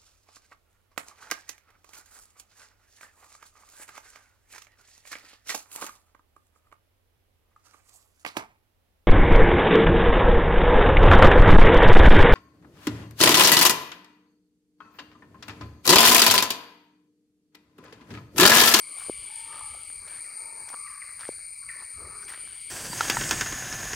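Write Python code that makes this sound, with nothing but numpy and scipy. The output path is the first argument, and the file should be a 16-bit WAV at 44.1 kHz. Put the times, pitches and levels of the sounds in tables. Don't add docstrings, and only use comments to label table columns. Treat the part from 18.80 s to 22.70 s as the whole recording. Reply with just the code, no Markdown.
import sys
import numpy as np
from scipy import signal
from scipy.fft import rfft, irfft, next_fast_len
from scipy.io import wavfile
from scipy.ndimage import uniform_filter1d, map_coordinates

SR = 44100
rng = np.random.default_rng(int(sys.argv[2]) if len(sys.argv) > 2 else 0)


def dump(signal):
    limited = np.clip(np.atleast_2d(signal).T, -1, 1)
    pcm = np.round(limited * 32767).astype(np.int16)
    wavfile.write(sys.argv[1], SR, pcm)


def to_linear_factor(level_db):
    exponent = np.asarray(level_db, float) / 20
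    return 10 ** exponent


N = 171990


# t [s], level [dB]
CHORUS_LEVEL = [(0, -42), (.22, -39.5), (.6, -40.5), (1.0, -41.5), (1.5, -41), (2.0, -41), (2.4, -41.5),
                (2.8, -41.5), (3.2, -42), (3.6, -42), (3.9, -42.5)]
# f [Hz], width [Hz], spread between singers [Hz], level [dB]
CICADA_BODIES = [(2247, 100, 28.4, -15), (2248, 390, 71, -16), (4600, 726, 150, -15.5),
                 (6670, 1560, 215, -23), (8214, 610, 150, -15), (8950, 450, 111, 0.5), (9460, 190, 75, -18),
                 (11170, 580, 91, -29), (13400, 1000, 150, -28.5)]


def cicadas():
    singers = 7
    click_hz, rate_spread, rate_drift, click_rough = 199.35, 0.15, 0.03, 0.51
    swell_db, slow_swell_db = 2.5, 0.6
    far_singers = 0.092
    trains = []
    for place in np.linspace(-1, 1, singers):
        rate = click_hz * (1 + rate_spread * place + rate_drift * wobble(12))
        turns = np.cumsum(rate) / SR
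        clicks = np.diff(np.floor(turns), prepend=0) * (1 + click_rough * rng.standard_normal(N))
        clicks = clicks + far_singers * rng.standard_normal(N)
        trains.append(clicks * to_linear_factor(swell_db * wobble(15) + slow_swell_db * wobble(2.35)))
    f, spectra = np.fft.rfftfreq(N, 1 / SR), rfft(np.array(trains), N)
    total = 0
    for hz, wide, spread, db in CICADA_BODIES:
        tuned = hz + spread * rng.permutation(np.linspace(-1.5, 1.5, singers))[:, None]
        late = np.exp(-2j * np.pi * f * rng.uniform(0, 0.1, (singers, 1)))
        band = np.sum(spectra * late * peak(f, tuned, wide), axis=0)
        total = total + to_linear_factor(db) * band / np.linalg.norm(band) * N / np.sqrt(2)
    return to_linear_factor(curve(CHORUS_LEVEL)) * irfft(total, N)[:N]


# t [s], length [s], level [dB]
KATYDID_SPELLS = [
    (0, 0.6, -56),
    (1.334, 0.32, -58),
]


def katydid():
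    t = np.arange(N) / SR
    spells = 0
    for s, long, db in KATYDID_SPELLS:
        spells = spells + to_linear_factor(db) * np.clip(np.minimum(t - s + 0.058, s + long - t) / 0.12, 0, 1)
    return spells * rush(lambda f: peak(f, 9700, 860), patchy_db=1.5)


# t [s], length [s], hiss level [dB], snap level [dB], hiss tilt [dB/octave]
FOOTSTEPS = [
    (0.177, 0.072, -49, -52.5, -4),
    (0.726, 0.063, -49.5, -50, -14),
    (1.276, .11, -48.5, -53.5, -8.5),
    (1.88, 0.047, -53, -51, -2),
    (2.392, 0.085, -47.5, -49.5, -7),
    (2.973, 0.071, -65, -58.5, 1),
    (3.413, 0.038, -58, -64, -3),
    (3.4803, 0.07, -44, -52, -6.5),
]


def steps():
    grains, grain_hz, grain_octaves, grain_cycles, grain_db = 22, 1644, 0.96, 2.8, 4.5
    fade_db, tail_s, flicker_db = -10, 0.35, 3
    out, t = np.zeros(N), np.arange(SR // 2) / SR
    for s, long, hiss_db, snap_db, tilt_db in FOOTSTEPS:
        def leaf_tone(f):
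            return f * f / (f * f + 700 ** 2) * to_linear_factor(tilt_db * np.log2(1 + f / 1500))

        hiss = filtered(rng.standard_normal(N) * to_linear_factor(flicker_db * wobble(67)), leaf_tone)
        fade = fade_db * t / long - 20 * np.clip(t - long, 0, 9) / tail_s
        onset = np.clip(t / 0.00062, 0, 1)
        add(out, s, to_linear_factor(hiss_db + fade) * unit(hiss[:len(t)]) * onset)
        for when, pitch, size in zip(rng.random(grains), *rng.standard_normal((2, grains))):
            hz = grain_hz * 2 ** (grain_octaves * np.clip(pitch, -1, 2.5))
            add(out, s + 1.1 * long * when, to_linear_factor(snap_db + grain_db * size) * ping(hz, grain_cycles))
    return filtered(out, lambda f: (1j * f / (450 + 1j * f)) ** 2)


# t [s], peak level [dB], f [Hz], ring [cycles]
SNAPS_AND_THUDS = [(.171, -45.5, 695, 1.4), (0.2952, -50, 1160, 0.86), (.772, -46, 5500, 2), (.81, -41.5, 1010, 4.2),
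                   (.947, -48, 744, 4), (1.102, -33, 1790, 0.72), (1.372, -42, 1960, 0.63), (2.292, -43, 1500, 1.7),
                   (2.59, -50, 1300, 1.9), (2.708, -60, 560, 1.5), (2.962, -55, 620, 2.1), (3.023, -36.5, 1250, 1.4),
                   (3.207, -44, 476, 1.2), (0.899, -50.5, 70, 2.3), (3.16, -44.5, 70, 1.6), (3.21, -54, 64.6, 1.5),
                   (3.24, -45, 74.5, 2.2), (3.578, -47.5, 640, 1.4), (3.675, -39.5, 1500, 1.4),
                   (.177, -39, 5000, 1.5), (0.22, -42, 1320, 2.5), (.231, -45, 1690, 2.6), (0.263, -44, 1200, 1.8),
         (1.879, -44, 885, 1.5), (1.8897, -30.5, 6050, 1.4), (1.89, -38.5, 1900, 1.8),
         (1.8927, -31, 6030, 1.7), (1.8916, -46, 1300, 1.2), (1.902, -37, 1100, 1.2),
         (1.913, -49, 2600, 1.5), (1.9327, -41, 1200, 2), (1.936, -38, 1200, 1.5),
         (1.9397, -29, 1040, 1.13), (1.944, -32, 1200, 2.8), (1.942, -43.5, 2780, 2.4),
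         (2.392, -43, 1500, 1.8), (2.395, -44, 4800, 2.2), (2.403, -47, 1800, 2), (2.409, -37.5, 4830, 4.8),
         (2.415, -45.5, 1010, 2.3), (2.419, -41, 1600, 2.8), (2.424, -40, 4500, 1.1),
         (2.431, -42, 1400, 4.6), (2.4349, -35.5, 1700, 3.1), (2.443, -39, 1800, 2.5),
         (2.453, -34, 1930, 2.8), (2.4535, -42, 5500, 1.5), (2.482, -34, 5500, 1.6), (2.483, -46, 1500, 2),
         (2.4881, -30, 2000, 0.65), (3.429, -47.5, 1500, 8.2), (3.438, -48, 1500, 7.4),
         (3.431, -53, 5500, 20), (3.441, -54, 6100, 20), (3.451, -47, 6250, 20), (3.482, -39.5, 3170, 2),
         (3.483, -41, 11000, 3), (3.512, -38, 1500, 1.1), (3.522, -39.5, 1500, 3.6), (3.5375, -33, 1690, 2),
         (3.544, -37, 1810, 2), (3.547, -36.5, 1800, 2)]


def twigs():
    out = np.zeros(N)
    for s, db, hz, cycles in SNAPS_AND_THUDS:
        add(out, s, to_linear_factor(db) * ping(hz, cycles))
    return out


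# t [s], peak level [dB], f [Hz]
CASE_KNOCKS = [
    (0.285, -38, 448),
    (0.2959, -19, 370),
    (2.4892, -22.5, 410),
]


def knocks():
    rise_s, sag, sag_s = 0.00061, 7.4, 0.00041
    out, t = np.zeros(N), np.arange(SR // 25) / SR
    for s, db, hz in CASE_KNOCKS:
        turns = hz * (t + sag * sag_s * (1 - np.exp(-t / sag_s)))
        u = t / rise_s / 3
        thump = (u * np.exp(1 - u)) ** 3
        add(out, s, -to_linear_factor(db) * thump * np.sin(2 * np.pi * (turns + 0.25)))
    return out


# t [s], level [dB], starting f [Hz]
BIRD_CHIPS = [
    (1.44, -46, 2510),
    (2.065, -44.5, 2530),
    (2.214, -41.5, 2559),
    (2.825, -52.5, 1736),
    (2.885, -35.5, 2496),
    (3.25, -52, 2346),
    (3.483, -40, 2530),
]


def chips():
    peak_s, fall, fall_s = 0.0074, 0.3, 0.00942
    tail_db, tail_s, rough = -16.5, 0.057, 0.71
    out, t = np.zeros(N), np.arange(SR // 5) / SR
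    for s, db, hz in BIRD_CHIPS:
        pitch = hz * (1 - fall * (1 - np.exp(-t / fall_s)))
        tone = np.sin(2 * np.pi * np.cumsum(pitch) / SR)
        burst = (t / peak_s * np.exp(1 - t / peak_s)) ** 2
        tail = to_linear_factor(tail_db) * np.minimum(t / peak_s, 1) * np.exp(-t / tail_s)
        grain = 1 + rough * rasp(len(t), 470)
        add(out, s, to_linear_factor(db) * (burst + tail) * grain * tone)
    return out


# t [s], length [s], f [Hz], level [dB]
HIGH_CAWS = [
    (.02, 0.25, 1146, -61.5),
    (.66, 0.19, 1217, -53.5),
    (.9, 0.094, 1255, -62.5),
    (1.4, 0.28, 1263, -68.5),
    (1.935, 0.17, 1174, -52.5),
    (2.16, 0.16, 1180, -66),
    (3.135, 0.22, 1219, -56.5),
]


def high_crow():
    return crow(HIGH_CAWS, -34.0, 74.8, 1.0, 0.0101, 0.8, 0.035)


# t [s], length [s], f [Hz], level [dB]
LOW_CAWS = [
    (.47, 0.39, 891.4, -58.5),
    (1.55, 0.26, 903, -60),
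    (1.63, 0.3, 1027, -66),
    (1.7, 0.18, 865, -72),
    (2.79, 0.17, 1098, -62.5),
    (3.23, 0.23, 419.5, -64.5),
]


def low_crow():
    return crow(LOW_CAWS, -10, 44.8, 1.0, 0.008, 0.3, 0.09)


def crow(calls, overtone_db, rattle_hz, rattle, hoarse, rough, arch):
    rise_s, fall_s = 0.036, 0.053
    out = np.zeros(N)
    for s, long, hz, db in calls:
        t = np.arange(round((long + fall_s) * SR)) / SR
        bow = np.sin(np.pi * np.clip(t / long, 0, 1)) ** 0.5 - 0.8
        pitch = hz * (1 + arch * bow + hoarse * wobble(54.25)[:len(t)])
        turn = 2 * np.pi * np.cumsum(pitch) / SR
        rattle_turn = 2 * np.pi * np.cumsum(rattle_hz * (1 + 0.11 * wobble(24.9)[:len(t)])) / SR
        flutter = 1 + rattle * np.sin(rattle_turn) + rough * rasp(len(t), 153)
        shape = np.clip(np.minimum(t / rise_s, (long + fall_s - t) / fall_s), 0, 1)
        tone = np.sin(turn) + to_linear_factor(overtone_db) * np.sin(2 * turn)
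        add(out, s, to_linear_factor(db) * shape * flutter * tone)
    return out


# t [s], level [dB]
GUSTS = [(0.0, -81), (0.19, -67), (0.3, -58), (0.45, -64.5), (0.63, -63.5), (0.84, -58), (0.91, -60),
         (1.0, -61), (1.34, -65), (1.6, -74), (1.82, -66), (2.38, -66), (2.5, -62), (3.12, -67),
         (3.17, -53), (3.3, -56.5), (3.4, -58.5), (3.9, -62.5)]
# f [Hz], level [dB]
BUFFET_TONE = [(13, -62), (22, -28), (40, 5.5), (59, 1), (112, -4.5), (166, -10.5), (220, -20),
               (290, -19.5), (480, -120)]


def breeze():
    buffet = rush(lambda f: to_linear_factor(along(BUFFET_TONE, f)), patchy_db=2.5)
    return to_linear_factor(curve(GUSTS) + 0.6 * wobble(49)) * buffet


# t [s], level [dB]
LEAF_LEVEL = [(0.0, -59.5), (0.14, -61.5), (0.54, -63.5), (0.87, -59), (1.18, -64), (1.55, -58),
              (1.83, -60.5), (2.05, -69), (2.57, -67), (2.81, -72.5), (3.02, -62), (3.14, -66.5),
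              (3.25, -51.5), (3.4, -60), (3.69, -63), (3.9, -68)]
# f [Hz], level [dB]
LEAF_TONE = [(110, -3.5), (200, -5.5), (450, -1.5), (800, -5.5), (1150, -1), (1500, -9.5), (2400, -110)]


def undergrowth():
    rustle = rush(lambda f: to_linear_factor(along(LEAF_TONE, f)), patchy_db=3.5)
    return to_linear_factor(curve(LEAF_LEVEL) - 1.5 + wobble(18)) * rustle


# t [s], level [dB]
MURMUR_LEVEL = [(0.0, -70), (0.15, -72), (0.76, -58.5), (1.13, -73), (1.35, -55), (1.45, -66), (2.4, -62),
                (2.62, -65), (2.79, -72), (3.49, -56), (3.68, -61.5), (3.9, -69.5)]


def murmur():
    return to_linear_factor(curve(MURMUR_LEVEL)) * rush(lambda f: peak(f, 1500, 1640), patchy_db=4)


# t [s], level [dB]
CRICKET_LEVEL = [(0.0, -58.5), (0.15, -55), (0.32, -49), (0.55, -48.5), (0.93, -52.5), (1.1, -55.5),
                 (1.62, -107), (3.3, -138), (3.52, -55), (3.65, -51.5), (3.9, -50)]


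def far_crickets():
    crowd = rush(lambda f: peak(f, 3025, 1460), patchy_db=-1.0)
    return to_linear_factor(curve(CRICKET_LEVEL) - 8.0) * (crowd + single_crickets())


# f [Hz], level over the crowd [dB]
CRICKET_STRANDS = [(2750, -14), (3040, -6), (3170, -9.5), (3410, -15.5)]


def single_crickets():
    out = 0
    for hz, db in CRICKET_STRANDS:
        pitch = hz * (1 + 0.02 * wobble(11))
        swell = to_linear_factor(db + 3.5 * wobble(14))
        out = out + swell * np.sin(2 * np.pi * np.cumsum(pitch) / SR)
    return out


# f [Hz], level [dB]
AIR_TONE = [(2300, -53), (2600, -26), (3300, -53), (4000, 2), (5700, -12.5), (10500, -7), (12200, -13.5),
            (15700, -13.5)]


def far_hiss():
    return to_linear_factor(-61) * rush(lambda f: to_linear_factor(along(AIR_TONE, f)), patchy_db=1.5)


def grove(x, t60):
    tail = rng.standard_normal(SR // 2) * to_linear_factor(-60 * np.arange(SR // 2) / SR / t60)
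    return signal.fftconvolve(np.pad(x, (600, 0)), tail / np.linalg.norm(tail))[:N]


def unit(x):
    return x / np.sqrt(np.mean(x ** 2) + 1e-20)


def along(points, hz):
    f, v = np.transpose(points)
    return np.interp(np.log(hz + 1), np.log(f + 1), v)


def curve(rows):
    s, v = np.transpose(rows)
    return np.interp(np.arange(N) / SR, s, v)


def wobble(rate):
    knots = rng.standard_normal(int(N * 60 / SR) + 4)
    return map_coordinates(knots, [np.arange(N) * min(rate, 59) / SR])


def rasp(count, wide_hz):
    span = max(1, round(SR / wide_hz / 2))
    smooth = uniform_filter1d(uniform_filter1d(rng.standard_normal(SR), span), span)
    return unit(smooth)[:count]


def ping(hz, cycles):
    u = np.arange(SR // 25) / SR * hz
    return np.sin(2 * np.pi * u) * np.exp(-2 * u / cycles) * (1 - np.exp(-u / 0.37)) * 3


def filtered(x, response):
    m = next_fast_len(N + SR // 2)
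    return irfft(rfft(x, m) * response(np.fft.rfftfreq(m, 1 / SR)), m)[..., :N]


def peak(f, hz, wide):
    return (1j * f * wide / (hz * hz - f * f + 1j * f * wide)) ** 3


def rush(response, patchy_db):
    z = signal.stft(rng.standard_normal(N), nperseg=512)[2]
    field = uniform_filter1d(rng.standard_normal(z.shape), size=5, axis=0)
    field = uniform_filter1d(field, size=10, axis=1)
    noise = signal.istft(z * to_linear_factor(patchy_db * unit(field)), nperseg=512)[1][:N]
    return unit(filtered(noise, response))


def add(out, s, x):
    part = out[round(s * SR):][:len(x)]
    part += x[:len(part)]


# f [Hz], side over mid [dB]
SIDE_LEVEL = [(60, -27), (150, -33), (400, -28), (7200, -26.5), (8000, -9.5), (9300, -10.5), (13400, -15),
              (15700, -41)]
# f [Hz], turn [radians]
SIDE_PHASE = [(7500, 1.2), (8200, 1.1), (8700, .08), (9600, -.05)]


def two_ports(mid, scattered):
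    def lean(f):
        return to_linear_factor(along(SIDE_LEVEL, f)) * np.exp(1j * along(SIDE_PHASE, f))

    side = filtered(mid + to_linear_factor(-13) * grove(mid, 0.045), lean)
    side = side + to_linear_factor(-44) * grove(scattered, 0.02)
    return np.array([mid + side, mid - side])


def scene():
    song = cicadas() + katydid()
    walker = steps() + twigs() + knocks()
    birds = chips() + high_crow() + low_crow()
    background = breeze() + undergrowth() + murmur() + far_crickets() + far_hiss()
    rest = walker + birds + to_linear_factor(-1.5) * grove(birds, 0.76) + background
    return two_ports(song + rest, rest)


def top_cut(x):
    return signal.sosfilt(signal.butter(12, 15660, fs=SR, output="sos"), x)


def record(dry):
    heard = filtered(dry, lambda f: (1j * f / (38 + 1j * f)) ** 2)
    return top_cut(heard)


dry = scene()
out = record(dry)
dump(out)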